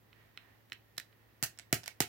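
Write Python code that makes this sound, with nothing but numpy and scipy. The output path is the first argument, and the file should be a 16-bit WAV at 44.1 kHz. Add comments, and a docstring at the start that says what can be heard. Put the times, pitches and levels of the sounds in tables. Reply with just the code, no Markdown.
"""Over a low hum, a finger faintly rubs and rocks the clicking direction pad of a plastic game controller.
Then the hand slaps the buttons three times: the case thumps on the carpet, the loose buttons rattle,
and after the first two slaps they tick back up as the fingers lift. Each contact is a brief force that
excites damped modes of the plastic. The small, quiet room adds a short reverberation."""
import sys
import numpy as np
from scipy import signal
from scipy.fft import rfft, irfft, next_fast_len
from scipy.io import wavfile

SR = 44100
rng = np.random.default_rng(int(sys.argv[2]) if len(sys.argv) > 2 else 0)


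def unload_audio(sound):
    """Save the sound as a 16-bit wav file, at the path given as the first command line argument."""
    columns = np.transpose(np.atleast_2d(sound))
    # keep every value between -1 and 1, then stretch to whole-number steps
    steps = np.round(np.clip(columns, -1, 1) * 32767)
    wavfile.write(sys.argv[1], SR, steps.astype(np.int16))


N = 91728

# spectrum of the room air: (frequency [Hz], relative density [dB])
AIR_SPECTRUM = [(25, -14), (50, -4), (90, -5), (125, -6.5), (170, -8.5), (320, -9.5), (850, -17),
                (1300, -20.5), (2400, -24), (4600, -27.5), (8500, -35.5), (14500, -25)]
# likeness of diffuse sound at the two ears: (frequency [Hz], correlation [1])
EAR_COHERENCE = [(30, 0), (100, 0.63), (600, 0.19), (1500, 0.12), (4000, 0), (15000, 0.069)]
AIR_DB, HUM_HZ, HUM_DB = -67, 109.4, -71
# colour of the reverberant tail: (frequency [Hz], gain [dB])
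ROOM_SPECTRUM = [(100, -7.5), (250, -17.5), (430, -9), (900, -10), (1700, -8.5), (3000, -7.5),
                 (6000, -12.5), (15000, -12.5)]
# reverberation time: (frequency [Hz], time to fall 60 dB [s])
ROOM_DECAY = [(100, 0.21), (500, 0.19), (2000, 0.18), (6000, 0.19), (15000, 0.15)]
ROOM_BUILD_S, WALL_ECHO_S, WALL_ECHO_DB, WALL_ECHO_HZ = 0.00092, .035, -21, 1970

# modes of the shell: (frequency [Hz], gain [dB], bandwidth [Hz], left minus right [dB])
SHELL_MODES = [(1410, -11.5, 244, -3), (1856, -4.5, 148, -1.5), (2052, -4.5, 220, -10.5),
               (2544, 0, 208, -10), (2730, -3, 367, -12.5), (3007, -2, 254, -6), (4110, -6, 285, -9),
               (5320, -15.5, 260, -10.5), (5500, -14, 190, -2)]
# hollow modes of the pad: (frequency [Hz], gain [dB], bandwidth [Hz], left minus right [dB])
PAD_MODES = [(1830, 2, 150, -4.5), (4070, 0, 230, -10), (5470, -5, 150, -18), (8000, -12, 100, -12)]
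# deep and upper mode of the case on the carpet: (frequency [Hz], bandwidth [Hz])
CASE_MODES = [(122, 68), (315, 139)]
# the crack, a blur of short high modes: (frequency [Hz], gain [dB])
CRACK_SPECTRUM = [(400, -23), (700, -8), (1000, -18.5), (1500, -2), (3400, -11), (5300, -4.5), (8200, -5),
                  (10000, -8), (14000, -7.5), (16000, -13.5)]
# stereo balance of cracks and ticks: (frequency [Hz], left minus right [dB])
SNAP_BALANCE = [(1500, -3), (2500, -7), (5000, -8), (8000, -10.5), (10500, -1.5), (15000, 2.5)]
CRACK_RING_S = 0.00103

# loudness of skin rubbing on the pad: (time [s], level [dB])
RUB_LEVEL = [(0, -79.5), (.12, -71), (0.211, -64.5), (0.328, -72), (.42, -65), (.52, -66.5), (.65, -75),
             (.85, -74.5), (1.2, -72.5)]
# spectrum of the rubbing: (frequency [Hz], relative density [dB])
RUB_SPECTRUM = [(700, -9), (1400, -9), (1700, -5.5), (1870, 1.5), (2100, -7.5), (2700, -11), (4000, -18.5),
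                (8000, -33)]

# buttons springing back: (time [s], tick [dB], scuff decay [s], ping [Hz], ping [dB], knock [dB])
BUTTON_LIFTS = [(1.5753, -29, 0.0025, 5300, -21, -35), (1.5879, -16, 0.0013, 7730, -8, -28),
                (1.5965, -17, .0007, 2050, -12.5, -22.5), (1.8337, -21, 0.002, 5060, -11, -20.5),
                (1.8395, -18.5, 0.0012, 5100, -17, -23), (1.8598, -14, 0.0043, 5160, -17, -23.5),
                (1.8681, -23, 0.0015, 3130, -18, -25), (1.8759, -19, 0.00059, 3240, -12, -18.5),
                (1.8787, -7, 0.00087, 2190, -1.5, -9)]
# colour of a button's tick: (frequency [Hz], gain [dB])
TICK_SPECTRUM = [(450, -12.5), (1000, -21), (1500, -0.5), (3400, -4.5), (5000, -0.5), (7500, -6),
                 (10000, -7), (15000, -8)]
LIFT_KNOCK_HZ, LIFT_KNOCK_WIDTH_HZ, PING_WIDTH_HZ = 690, 283, 245
TICK_EDGE_HZ, TICK_DB_PER_OCTAVE = 25000, 14   # a tick's top edge falls from here as it gets softer

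# clicks of the pad: (time [s], shell ring [dB], crack [dB], scuff decay [s], hollow tone [dB])
PAD_CLICKS = [(0.1292, -17.5, -57, .0002, -37.5), (0.3744, -3, -27.5, 0.00031, -14.5),
              (0.699, -30, -35.5, .001, -41), (0.7203, 3.5, -31, 0.00011, -10.5),
              (0.7297, -11, -20.5, 0.0019, -14), (0.9675, -30, -36, 0.0011, -27),
              (0.9786, -13, -12.5, 0.0016, -10), (0.9808, -4.5, -5, 0.00075, 0.5),
              (0.999, -8, -13.5, 0.00048, -7.5), (1.127, -25.5, -50, 0.0014, -43)]
CLICK_THUMP_DB = -22
PAD_SOFT_HZ, PAD_ROOM_DB = 4600, -3   # the fingertip dulls the shell; the hand shades the room

# slaps of the hand: (time [s], shell ring [dB], crack [dB], deep thump [dB], upper thump [dB],
# knock [Hz], knock [dB], rattle [dB], rattle delay [s])
HAND_SLAPS = [(1.4268, -3, 3.5, 10.5, -3, 798, -6, 3.5, .004), (1.7275, 9.5, 9, 19, 16, 660, 10, 1, 0.0062),
              (2.004, 5.5, 9, 15, 15, 783, 12, -0.5, 0.0052)]
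# further fingers landing just after a slap: (time [s], shell ring [dB], crack [dB])
FINGER_LANDINGS = [(1.4351, -2.5, -4.5), (2.0222, 4.5, -5.5)]
SLAP_SCUFF_S, SLAP_CRACK_S, THUMP_LAG_S, KNOCK_WIDTH_HZ = 0.0023, 0.00081, 0.00096, 93
RATTLES_PER_S, RATTLE_FADE_S, RATTLE_RING_DB, RATTLE_CRACK_DB = 770, 0.014, 1, 1.5


def from_db(db):
    """Amplitude ratio: tenfold for every 20 dB."""
    return 10 ** (np.asarray(db) / 20)


def at_hz(points, hz):
    """Interpolation of a table on a log-frequency axis."""
    frequencies, values = np.transpose(points)
    return np.interp(np.log(np.maximum(hz, 1)), np.log(frequencies), values)


def pan(db):
    """Level difference between the ears, left minus right, at constant total power."""
    gains = np.array([from_db(np.atleast_1d(db) / 2), from_db(-np.atleast_1d(db) / 2)])
    return gains / np.sqrt(np.mean(gains ** 2, axis=0))


def colour(x, points):
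    """Minimum-phase filtering: folding the cepstrum makes the given dB curve causal."""
    size = 2 * next_fast_len(x.shape[-1])
    hz = np.arange(size // 2 + 1) * SR / size
    cepstrum = irfft(np.log(from_db(at_hz(points, hz))))
    cepstrum[1:size // 2] *= 2
    cepstrum[size // 2 + 1:] = 0
    return irfft(rfft(x, size) * np.exp(rfft(cepstrum)))[..., :x.shape[-1]]


def resonate(x, hz, width_hz):
    """Forced response of a damped oscillator, with unit gain at resonance."""
    r = np.exp(-np.pi * width_hz / SR)
    feedback = [1, -2 * r * np.cos(2 * np.pi * hz / SR), r * r]
    return signal.lfilter(np.array([1, 0, -1]) * (1 - r * r) / 2, feedback, x + 1e-18)


def resonate_twice(x, hz, width_hz):
    """Two resonators in cascade, each of twice the given width, make a peak with steep skirts."""
    return resonate(resonate(x, hz, 2 * width_hz), hz, 2 * width_hz)


def add(track, s, sound):
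    """Superposition: a sound joins the track at s seconds."""
    i = int(s * SR)
    track[..., i:i + sound.shape[-1]] += sound[..., :max(N - i, 0)]


def stereo_noise(size):
    """Partial coherence: white noise that is alike at the two ears mainly in the bass."""
    mid, side = rfft(rng.standard_normal((2, size)))
    alike = np.clip(at_hz(EAR_COHERENCE, np.arange(len(mid)) * SR / size), -1, 1)
    return irfft(np.sqrt(1 + alike) * mid + np.sqrt(1 - alike) * side * [[1], [-1]], size)


def hiss(spectrum):
    """Stationary coloured noise of unit rms."""
    x = colour(stereo_noise(N + SR // 4), spectrum)[:, -N:]
    return x / x.std()


def background():
    """Ambient noise floor: broadband room air and a low sinusoidal hum."""
    hum = np.sqrt(2) * np.sin(2 * np.pi * (HUM_HZ * np.arange(N) / SR + rng.random()))
    return (from_db(AIR_DB) * hiss(AIR_SPECTRUM) + from_db(HUM_DB) * hum) * pan(db=-1)


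def room(x):
    """Reverberation: a diffuse tail decays exponentially in each band, and one wall gives a dull echo."""
    t = np.arange(SR // 2) / SR
    noise, tail = rfft(stereo_noise(len(t))), 0
    hz = np.arange(noise.shape[1]) * SR / len(t)
    edges_hz = np.geomspace(40, 20480, 10)
    build_up = 1 - np.exp(-(t / ROOM_BUILD_S) ** 2)
    for low, high in zip(edges_hz, edges_hz[1:]):
        band = irfft(noise * ((hz >= low) & (hz < high)), len(t))
        fade = from_db(-60 * t / at_hz(ROOM_DECAY, np.sqrt(low * high))) * build_up
        tail = tail + band * fade / np.sqrt(np.sum(fade ** 2))
    reflections = signal.fftconvolve(x, colour(tail, ROOM_SPECTRUM), axes=1)[:, :N]
    echo = signal.lfilter(*signal.butter(1, WALL_ECHO_HZ, fs=SR), x)
    add(reflections, WALL_ECHO_S, from_db(WALL_ECHO_DB) * echo)
    return reflections


def finger_rub():
    """Friction noise: skin slides faintly over the pad."""
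    level_db = np.interp(np.arange(N) / SR, *np.transpose(RUB_LEVEL))
    return from_db(level_db) * hiss(RUB_SPECTRUM) * pan(db=-6)


def scuff(decay_s, flattening_passes=4):
    """Broadband excitation: the force of one contact is a dying burst of tiny slips, of unit energy."""
    fade = np.exp(-np.arange(SR // 40) / SR / decay_s)
    force = rng.standard_normal(len(fade)) * fade
    for _ in range(flattening_passes):   # even out the spectrum while keeping the burst short
        spectrum = rfft(force)
        force = irfft(spectrum / (abs(spectrum) + 1e-12), len(fade)) * np.minimum(1, 10 * fade)
    return force / np.sqrt(np.sum(force ** 2))


def crack(contact_s):
    """Modal overlap: short high modes blur into a snap of noise, different at each ear."""
    return np.array([scuff(contact_s / 2 + CRACK_RING_S) for _ in range(2)])


def radiate(snap, spectrum):
    """Frequency-dependent radiation: a snap is coloured and leans to one side, band by band."""
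    hz, balance_db = np.transpose(SNAP_BALANCE)
    ear_curves = [np.c_[hz, 20 * np.log10(gain)] for gain in pan(balance_db)]
    return np.array([colour(ear, curve) for ear, curve in zip(colour(snap, spectrum), ear_curves)])


def body(force, modes):
    """Modal superposition: one force drives modes of alternating sign, each with its own balance."""
    return sum((-1) ** k * from_db(db) * pan(pan_db) * resonate(force, hz, width_hz)
               for k, (hz, db, width_hz, pan_db) in enumerate(modes))


def case_thump(deep_force, upper_force):
    """Mass on a spring: the case bounces on the carpet in two low modes."""
    bounce = resonate(deep_force, *CASE_MODES[0]) - resonate(upper_force, *CASE_MODES[1])
    return signal.sosfilt(signal.butter(2, [85, 600], "band", fs=SR, output="sos"), bounce) * pan(db=-3)


def button_lifts():
    """Elastic return: each button springs against its stop with a tick, a ping and a small knock."""
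    (ping, knock), snap = np.zeros((2, N)), np.zeros((2, N))
    for s, tick_db, decay_s, ping_hz, ping_db, knock_db in BUTTON_LIFTS:
        force = scuff(decay_s)
        edge_hz = min(TICK_EDGE_HZ * 2 ** (tick_db / TICK_DB_PER_OCTAVE), SR / 2 - 1000)
        tick = signal.lfilter(*signal.butter(2, edge_hz, fs=SR), crack(decay_s))
        add(snap, s, from_db(tick_db) * tick)
        add(ping, s, from_db(ping_db) * resonate(force, ping_hz, PING_WIDTH_HZ))
        add(knock, s, from_db(knock_db) * force)
    knock = resonate_twice(knock, LIFT_KNOCK_HZ, LIFT_KNOCK_WIDTH_HZ)
    return radiate(snap, TICK_SPECTRUM) + ping * pan(db=-14.5) + knock


def pad_clicks():
    """Impact excitation: the rocking pad cracks, rings the shell and its own modes, and jolts the case."""
    ring, hollow, snap = np.zeros(N), np.zeros(N), np.zeros((2, N))
    for s, ring_db, crack_db, decay_s, hollow_db in PAD_CLICKS:
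        add(ring, s, from_db(ring_db) * scuff(decay_s))
        add(hollow, s, from_db(hollow_db) * scuff(decay_s))
        add(snap, s, from_db(crack_db) * crack(decay_s))
    push = from_db(CLICK_THUMP_DB) * (ring + 3.7 * hollow)
    dulled = signal.lfilter(*signal.butter(2, PAD_SOFT_HZ, fs=SR), ring)
    ringing = body(dulled, SHELL_MODES) + body(hollow, PAD_MODES)
    return ringing + radiate(snap, CRACK_SPECTRUM) + case_thump(push, push)


def button_rattle():
    """Random collisions: loose buttons chatter in their holes and settle; unit energy."""
    t = np.arange(SR // 10) / SR
    hits = rng.random(len(t)) < RATTLES_PER_S / SR
    force = hits * rng.choice([-1, 1], len(t)) * np.exp(-t / RATTLE_FADE_S)
    return force / np.sqrt(np.sum(force ** 2) + 1e-12)


def hand_slaps():
    """Impulse response: the slapped controller rings, cracks, knocks and thumps; its buttons rattle."""
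    (ring, deep, upper, knock), snap = np.zeros((4, N)), np.zeros((2, N))
    tap = signal.unit_impulse(SR // 10)
    for s, ring_db, crack_db, deep_db, upper_db, knock_hz, knock_db, rattle_db, delay_s in HAND_SLAPS:
        add(ring, s, from_db(ring_db) * scuff(SLAP_SCUFF_S))
        add(snap, s, from_db(crack_db) * crack(SLAP_CRACK_S))
        add(deep, s + THUMP_LAG_S, from_db(deep_db) * tap)
        add(upper, s + THUMP_LAG_S, from_db(upper_db) * tap)
        add(knock, s, from_db(knock_db) * resonate_twice(tap, knock_hz, KNOCK_WIDTH_HZ))
        chatter = from_db(rattle_db) * button_rattle()
        add(ring, s + delay_s, from_db(RATTLE_RING_DB) * chatter)
        add(snap, s + delay_s, from_db(RATTLE_CRACK_DB) * signal.fftconvolve(chatter[None], crack(0)))
    for s, ring_db, crack_db in FINGER_LANDINGS:
        add(ring, s, from_db(ring_db) * scuff(SLAP_SCUFF_S))
        add(snap, s, from_db(crack_db) * crack(SLAP_SCUFF_S))
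    return body(ring, SHELL_MODES) + radiate(snap, CRACK_SPECTRUM) + knock + case_thump(deep, upper)


def scene():
    """Superposition of the controller's direct sound, its reflections and the noise floor."""
    pad, buttons = pad_clicks(), hand_slaps() + button_lifts()
    return pad + buttons + room(from_db(PAD_ROOM_DB) * pad + buttons) + finger_rub() + background()


def record(dry):
    """Band limiting: the bass rolls off below 40 Hz and the treble is cut steeply above 16 kHz."""
    x = signal.sosfilt(signal.butter(2, 40, "high", fs=SR, output="sos"), dry)
    return signal.sosfilt(signal.ellip(10, .1, 70, 16000, fs=SR, output="sos"), x)


dry = scene()
out = record(dry)
unload_audio(out)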